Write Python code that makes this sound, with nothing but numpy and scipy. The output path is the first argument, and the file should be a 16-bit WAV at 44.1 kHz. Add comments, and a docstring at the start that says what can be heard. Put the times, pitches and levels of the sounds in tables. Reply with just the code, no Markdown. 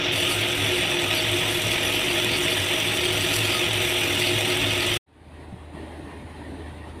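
"""A handheld rotary tool spins a sanding drum against a small wooden carving, close by.
The motor throbs, drones and whines, its housing rings, and air and brushes whirr.
The drum's grit rasps once a turn and now and then snags; the carving rings and squeals at its edges.
The tool cuts off abruptly, and a quiet room with a low hum and one soft bump fades in."""
import sys
import numpy as np
from scipy import signal
from scipy.fft import rfft, irfft, next_fast_len
from scipy.io import wavfile

SR = 44100
rng = np.random.default_rng(int(sys.argv[2]) if len(sys.argv) > 2 else 0)


def master_out(mix):
    """Clip the mix to full scale and print it as 16-bit PCM to the path in sys.argv[1]."""
    frames = np.transpose(np.atleast_2d(mix))
    ceiling = np.clip(frames, -1, 1)
    pcm = np.round(ceiling * 32767).astype(np.int16)
    wavfile.write(sys.argv[1], SR, pcm)


N = 308687
TIME = np.arange(N) / SR
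TOUCH_S, TOOL_OFF_S, ROOM_ON_S = 0.12, 4.972, 5.062


def gain_of(db):
    """Decibels to gain."""
    return 10 ** (np.asarray(db) / 20)


def unit_rms(x):
    """Scales to rms 1."""
    return x / np.sqrt(np.mean(x ** 2) + 1e-20)


def curve(rows):
    """Joins (seconds, value) points with straight lines."""
    return np.interp(TIME, *np.transpose(rows))


def noise():
    """White noise."""
    return rng.standard_normal(N)


def filtered(x, response):
    """Filters by a gain that is a function of frequency; rms 1."""
    size = next_fast_len(N)
    hz = np.fft.rfftfreq(size, 1 / SR)
    return unit_rms(irfft(rfft(x, size) * response(hz), size)[:N])


def coloured(x, spectrum):
    """Shapes x by (Hz, dB) points; rms 1."""
    hz, db = np.transpose(spectrum)
    return filtered(x, lambda f: gain_of(np.interp(np.log(f + 1), np.log(hz), db)))


def resonance(x, hz, width_hz):
    """A resonance with steep skirts; rms 1."""
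    return filtered(x, lambda f: 1 / (1 + 1j * (f - hz) / (.78 * width_hz)) ** 2)


def wander(rate_hz):
    """Smooth random motion up to about rate_hz; rms 1."""
    return filtered(noise(), lambda f: np.exp(-(f / rate_hz) ** 2))


def tone(hz):
    """A sine of rms 1 on a pitch curve."""
    cycles = np.cumsum(hz * np.ones(N)) / SR
    return np.sqrt(2) * np.sin(2 * np.pi * (cycles + rng.random()))


def unsteady(hz, stray_hz, rate_hz, shake_db):
    """A tone whose pitch and level waver; rms 1."""
    return unit_rms(tone(hz + stray_hz * wander(rate_hz)) * gain_of(shake_db * wander(rate_hz)))


def patchy(x, depth_db, span_hz, span_s):
    """Random patches of the spectrum swell and fade; rms 1."""
    hz, t, spectrum = signal.stft(x, SR, nperseg=512, noverlap=384)
    per_hz = np.fft.fftfreq(len(hz), hz[1])[:, None]
    per_s = np.fft.rfftfreq(len(t), t[1])
    blur = np.exp(-(2 * per_hz * span_hz) ** 2 - (2 * per_s * span_s) ** 2)
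    speckle = rng.standard_normal(spectrum.shape)
    patches = unit_rms(np.fft.irfft2(np.fft.rfft2(speckle) * blur, spectrum.shape))
    _, out = signal.istft(spectrum * gain_of(depth_db * patches), SR, nperseg=512, noverlap=384)
    return unit_rms(out[:N])


def once_a_turn(turns, sharpness):
    """A brief pulse, 0 to 1, on every revolution."""
    return np.exp(sharpness * (np.cos(2 * np.pi * turns) - 1))


def add(mix, start_s, sound):
    """Mixes a sound in at start_s."""
    start = round(start_s * SR)
    sound = sound[max(-start, 0):]
    part = mix[max(start, 0):][:len(sound)]
    part += sound[:len(part)]


def swells(rows):
    """Narrow noise bands that each swell and fade once."""
    t, out = np.arange(SR // 2) / SR - .25, np.zeros(N)
    for centre_s, half_s, hz, width_hz, db in rows:
        pole = np.exp(-np.pi * 1.5 * width_hz / SR)
        complex_noise = rng.standard_normal((len(t), 2)) @ [1, 1j]
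        baseband = signal.lfilter([1], [1, -2 * pole, pole * pole], complex_noise)
        band = unit_rms((baseband * np.exp(2j * np.pi * hz * t)).real)
        add(out, centre_s + t[0], gain_of(db) * np.exp(-(t / half_s) ** 2) * band)
    return out


# Throb-to-drone beat. Each row: time in seconds, rate in Hz.
BEAT_HZ = [(0, 2.4), (.2, 4.2), (1.0, 4.4), (1.5, 5.3), (1.85, 4.6), (2.1, 2.0), (2.5, 3.4), (3.2, 4.0),
           (3.5, 2.8), (4.2, 3.2), (4.96, 4.3)]
# Throb. Each row: time in seconds, mean level in dB.
THROB_DB = [(0, -42.5), (.4, -36), (.65, -35), (.88, -44.5), (1.25, -35), (2.1, -41), (3.2, -36),
            (4.96, -35.5)]


def vibration(throb_swing_db=4, drone_db=-35, drone_swing_db=2.5):
    """The motor's vibration beats back and forth between a low throb and a drone."""
    beat = np.cos(2 * np.pi * np.cumsum(curve(BEAT_HZ)) / SR)
    throb = unsteady(hz=105.5, stray_hz=5, rate_hz=15.5, shake_db=1.9)
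    drone = unsteady(hz=356, stray_hz=5.56, rate_hz=22.8, shake_db=3.5)
    throb *= gain_of(curve(THROB_DB) - throb_swing_db * beat)
    drone *= gain_of(drone_db + drone_swing_db * beat)
    return throb + drone


# Motor whines. Each row: pitch in Hz, rms stray in Hz, level in dB.
WHINES = [(1258, 8.83, -52.5), (2483, 24.6, -42), (2847, 32, -46), (3434, 16.08, -38.5), (5870, 24, -48)]
# Lowest whine's swells. Each row: centre and half length in seconds, pitch and width in Hz, level in dB.
WHINE_SWELLS = [(.3, .05, 1250, 25, -36), (1.08, .05, 1260, 25, -38), (3.55, 0.057, 1257, 25, -36.5),
                (4.52, 0.037, 1270, 25, -39)]


def whine():
    """Thin wavering motor tones; the lowest swells now and then."""
    tones = sum(gain_of(db) * unsteady(hz, stray_hz, rate_hz=35.1, shake_db=4.0)
                for hz, stray_hz, db in WHINES)
    return tones + swells(WHINE_SWELLS)


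# Housing resonances. Each row: frequency in Hz, width in Hz, level in dB.
HOUSING_MODES = [(156, 30, -45.5), (287.8, 13.5, -41), (359, 34, -38), (482.5, 42, -43), (628.5, 30.3, -40),
                 (838, 180, -44), (1265, 26, -49.5), (1388, 33, -49), (2530, 130, -43.5), (2847, 160, -40),
                 (3460, 220, -40), (5700, 300, -51)]


def housing():
    """The motor's housing rings at its resonances."""
    return sum(gain_of(db) * resonance(noise(), hz, width_hz) for hz, width_hz, db in HOUSING_MODES)


# Air and brush noise. Each row: frequency in Hz, relative density in dB.
WHIRR_SPECTRUM = [(20, -21), (55, -3), (130, -1.5), (320, -5), (420, -8.5), (680, -5), (1080, -11.5),
                  (1550, -9), (1950, -2), (2700, 1), (3600, -0.5), (4150, -12.5), (6600, -24), (15500, -36)]


def whirr(turns, level_db=-26, rise_db_per_s=0.12, waver_db=.5):
    """Air and brushes rush, rattling as the unbalanced shaft knocks in its bearing each turn."""
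    air = patchy(coloured(noise(), WHIRR_SPECTRUM), depth_db=2.5, span_hz=70, span_s=0.021)
    knocks = 1 + 0.21 * once_a_turn(turns, sharpness=11)
    rattle = unit_rms(gain_of(1.1 * wander(450)) * knocks)
    return gain_of(level_db + rise_db_per_s * TIME + waver_db * wander(30)) * air * rattle


def flutter(depth_db, rate_hz=43.07):
    """Gain for a quick, even flutter in the tool's sound."""
    return gain_of(depth_db * np.cos(2 * np.pi * (rate_hz * TIME + 1 / 8)))


# Squeals. Each row: centre and half length in seconds, pitch and width in Hz, level in dB.
SQUEALS = [(.05, 0.054, 5480, 200, -42.5), (.22, 0.081, 2760, 220, -28.5), (.65, .03, 10800, 500, -42),
           (.78, 0.049, 9000, 500, -39.5), (1.19, 0.018, 4530, 150, -33), (1.87, .04, 10300, 700, -39),
           (1.99, 0.014, 2730, 100, -25.5), (2.35, 0.043, 4540, 160, -39.5), (3.53, 0.04, 4780, 160, -38.5),
           (3.9, 0.046, 11250, 450, -42)]


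def squeals():
    """The carving's edge sings briefly against the drum."""
    return swells(SQUEALS)


def grit(turns, cracks_per_s=9000, spread_db=3.0, high_spot=0.96, uneven_db=4.5):
    """Tiny fractures of wood, strongest when the drum's high spot comes round."""
    size = gain_of(spread_db * np.minimum(rng.exponential(1, N), 4))
    cracks = size * rng.choice([-1, 1], N) * (rng.random(N) < cracks_per_s / SR)
    bite = once_a_turn(turns, sharpness=10) * gain_of(uneven_db * wander(90))
    return unit_rms((unit_rms(cracks) + 0.71 * noise()) * (1 + high_spot * bite))


# Rasp colour. Each row: frequency in Hz, relative density in dB.
RASP_SPECTRUM = [(300, -15), (1500, -9.5), (3000, 7.5), (4100, -3.5), (5100, -3), (5900, 5.5), (6600, -6),
                 (7500, 0), (8500, 2.5), (9100, 4.5), (10200, -1), (10900, -12), (12700, -7.5), (14400, -6),
                 (15600, -11)]
# Drum and shank resonances. 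Each row: frequency in Hz, width in Hz, level in dB re the rasp.
SHANK_MODES = [(8130, 220, -13), (11420, 260, -19.5), (13500, 300, -19)]
# Pressure on the drum. Each row: time in seconds, rasp level in dB.
PRESSURE_DB = [(.14, -33.5), (.31, -33), (.37, -36), (1.0, -37), (1.15, -34.5), (2.2, -35), (2.6, -34),
               (3.23, -34.5), (3.37, -29.5), (3.44, -34.5), (3.58, -33), (3.7, -37), (3.8, -34),
               (4.25, -33.5), (4.96, -36)]


def rasp(turns, scrape):
    """Grit rasps and rings the shank; the colour changes as the contact point shifts."""
    shank = sum(gain_of(db) * resonance(scrape, hz, width_hz) for hz, width_hz, db in SHANK_MODES)
    cutting = coloured(grit(turns), RASP_SPECTRUM)
    return gain_of(curve(PRESSURE_DB)) * patchy(cutting + shank, depth_db=3, span_hz=170, span_s=0.02)


# Edge strokes. Each row: centre and half length in seconds, ring gain in dB, squeak level in dB.
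STROKES = [(0.177, 0.049, -37, -42), (0.317, 0.029, -36, -40), (.77, .05, -42, -51),
           (1.18, 0.046, -38, -40), (1.55, 0.071, -45, -41), (1.73, .03, -38, -44), (1.863, .05, -52, -43),
           (1.958, .04, -42, -41), (2.108, .025, -38, -43), (2.34, .04, -33, -52), (2.516, .025, -34, -38),
           (3.052, 0.094, -38.5, -49), (3.22, .05, -36, -45), (3.356, .06, -35, -38.5),
           (3.46, .035, -36.5, -41), (3.554, .035, -34, -42), (3.912, .05, -50, -44.5),
           (4.225, 0.022, -34.5, -45), (4.281, .03, -34, -44), (4.52, .025, -37, -46),
           (4.71, .03, -38, -55), (4.83, .03, -36, -52)]
# Carving resonances. Each row: frequency in Hz, width in Hz, relative level in dB.
CARVING_MODES = [(4420, 280, -1.5), (4670, 160, -4.5)]


def strokes(scrape, ring_rest_db=-56, squeak_rest_db=-50.5):
    """Each stroke over the drum rings the carving and squeaks at its edge."""
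    ring_gain, squeak_gain = gain_of(ring_rest_db), gain_of(squeak_rest_db)
    for centre_s, half_s, ring_db, squeak_db in STROKES:
        stroke = np.exp(-np.minimum(((TIME - centre_s) / half_s) ** 2, 20))
        ring_gain = np.maximum(ring_gain, gain_of(ring_db) * stroke)
        squeak_gain = np.maximum(squeak_gain, gain_of(squeak_db) * stroke)
    ring = sum(gain_of(db) * resonance(scrape, hz, width_hz) for hz, width_hz, db in CARVING_MODES)
    squeak = resonance(scrape, hz=11120, width_hz=1000)
    return ring_gain * ring + squeak_gain * squeak


def sanding(turns, onset_s=0.0044, tremor_db=1):
    """The drum meets the wood, held by a hand that is never quite steady."""
    scrape = grit(turns)
    contact = np.clip((TIME - TOUCH_S) / onset_s, 0, 1)
    return (rasp(turns, scrape) + strokes(scrape)) * contact * gain_of(tremor_db * wander(28))


# Snags. Each row: start in seconds, level in dB before trim, band centre in Hz.
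SNAGS = [(0.4112, -19, 11500), (1.3147, -15.5, 9030), (1.6175, -16, 7990), (1.8295, -19, 10500),
         (2.5229, -31, 8620), (2.6008, -19, 7790), (2.97, -17, 8160), (3.1755, -19, 8150),
         (3.3376, -18, 8150), (3.732, -16.5, 7470), (4.1082, -19, 9390), (4.1552, -23, 7880),
         (4.3842, -20, 9600), (4.5703, -14.5, 9340)]


def snags(decay_s=0.0039, rise_s=0.00084, trim_db=-10, width_hz=2600):
    """Brief scratches where a coarse grain catches on an edge."""
    t, out = np.arange(SR // 20) / SR, np.zeros(N)
    envelope = np.exp(-t / decay_s) * (1 - np.exp(-t / rise_s))
    for start_s, db, hz in SNAGS:
        scratch = signal.lfilter(*signal.iirpeak(hz, hz / width_hz, SR), rng.standard_normal(len(t)))
        add(out, start_s, gain_of(db + trim_db) * unit_rms(scratch) * envelope)
    return out


# Room air. Each row: frequency in Hz, relative density in dB.
AIR_SPECTRUM = [(25, -26), (50, -3), (110, 1.5), (190, -3.5), (290, 2.5), (500, -7.5), (900, -7),
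                (1350, -18.5), (1900, -15.5), (4100, -24), (5600, -38), (7600, -37.5), (9300, -27),
                (12500, -46.5)]
# Air fade-in. Each row: time in seconds, level in dB.
AIR_DB = [(5.07, -58.5), (5.31, -46), (5.43, -44.5), (5.725, -45.5), (5.75, -40.5), (7.0, -40.3)]
# Faint low swells. Each row: centre and half length in seconds, pitch and width in Hz, level in dB.
AIR_SWELLS = [(5.827, 0.042, 271, 80, -42), (6.513, 0.075, 291.5, 60, -40.5),
              (6.977, 0.033, 267, 110, -38.5)]


def room_air(whir_relative_db=-20, pulse_db=5, waver_db=0.66):
    """A soft, restless wash of air with a faint pulsing whir."""
    wash = patchy(coloured(noise(), AIR_SPECTRUM), depth_db=2.5, span_hz=60, span_s=0.048)
    whir = gain_of(whir_relative_db + pulse_db * wander(12)) * resonance(noise(), hz=1860, width_hz=120)
    return gain_of(curve(AIR_DB) + waver_db * wander(16)) * (wash + whir) + swells(AIR_SWELLS)


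# Hum tones. Each row: frequency in Hz, level in dB at 0 dB gain.
HUM_TONES = [(48.5, -58.5), (78.6, -42), (146, -56), (290, -59), (587, -57.5)]
# Hum fade-in. Each row: time in seconds, gain in dB.
HUM_GAIN_DB = [(5.06, -23), (5.2, -13), (5.35, -2.5), (5.7, -2), (5.9, -1), (6.3, 0), (7, -1)]


def hum(waver_db=1.1):
    """A machine in the room hums at a steady pitch."""
    tones = sum(gain_of(db) * tone(hz) for hz, db in HUM_TONES)
    return tones * gain_of(curve(HUM_GAIN_DB) + waver_db * wander(11))


def bump(start_s=5.526, db=-29, modes_hz=(120, 180), decay_s=0.017, rise_s=0.0013):
    """A soft low knock of handling."""
    t, out = np.arange(SR // 4) / SR, np.zeros(N)
    modes = sum(np.sin(2 * np.pi * hz * t) for hz in modes_hz)
    envelope = np.exp(-t / decay_s) * (1 - np.exp(-t / rise_s))
    add(out, start_s, -gain_of(db) * modes * envelope)
    return out


def scene(turns_per_s=155, jitter=0.0442, drift=.035, cutoff_s=0.0018, fade_in_s=0.028):
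    """The tool until it cuts off, then the room."""
    speed = turns_per_s * (1 + jitter * wander(43.7) + drift * wander(5))
    turns = np.cumsum(speed) / SR
    motor = vibration() + whine() + housing() + whirr(turns)
    wood = squeals() + sanding(turns) + snags()
    tool = motor * flutter(depth_db=1.0) + wood * flutter(depth_db=1.13)
    room = room_air() + hum() + bump()
    running = np.exp(-np.maximum(TIME - TOOL_OFF_S, 0) / cutoff_s)
    fade_in = np.clip((TIME - ROOM_ON_S) / fade_in_s, 0, 1)
    return (tool * running + room * fade_in)[None]


def record(dry):
    """A steep low-pass removes the highest treble."""
    lowpass = signal.firwin(511, cutoff=15580, window=("kaiser", 9), fs=SR)
    return signal.oaconvolve(dry, lowpass[None], "same")


dry = scene()
out = record(dry)
master_out(out)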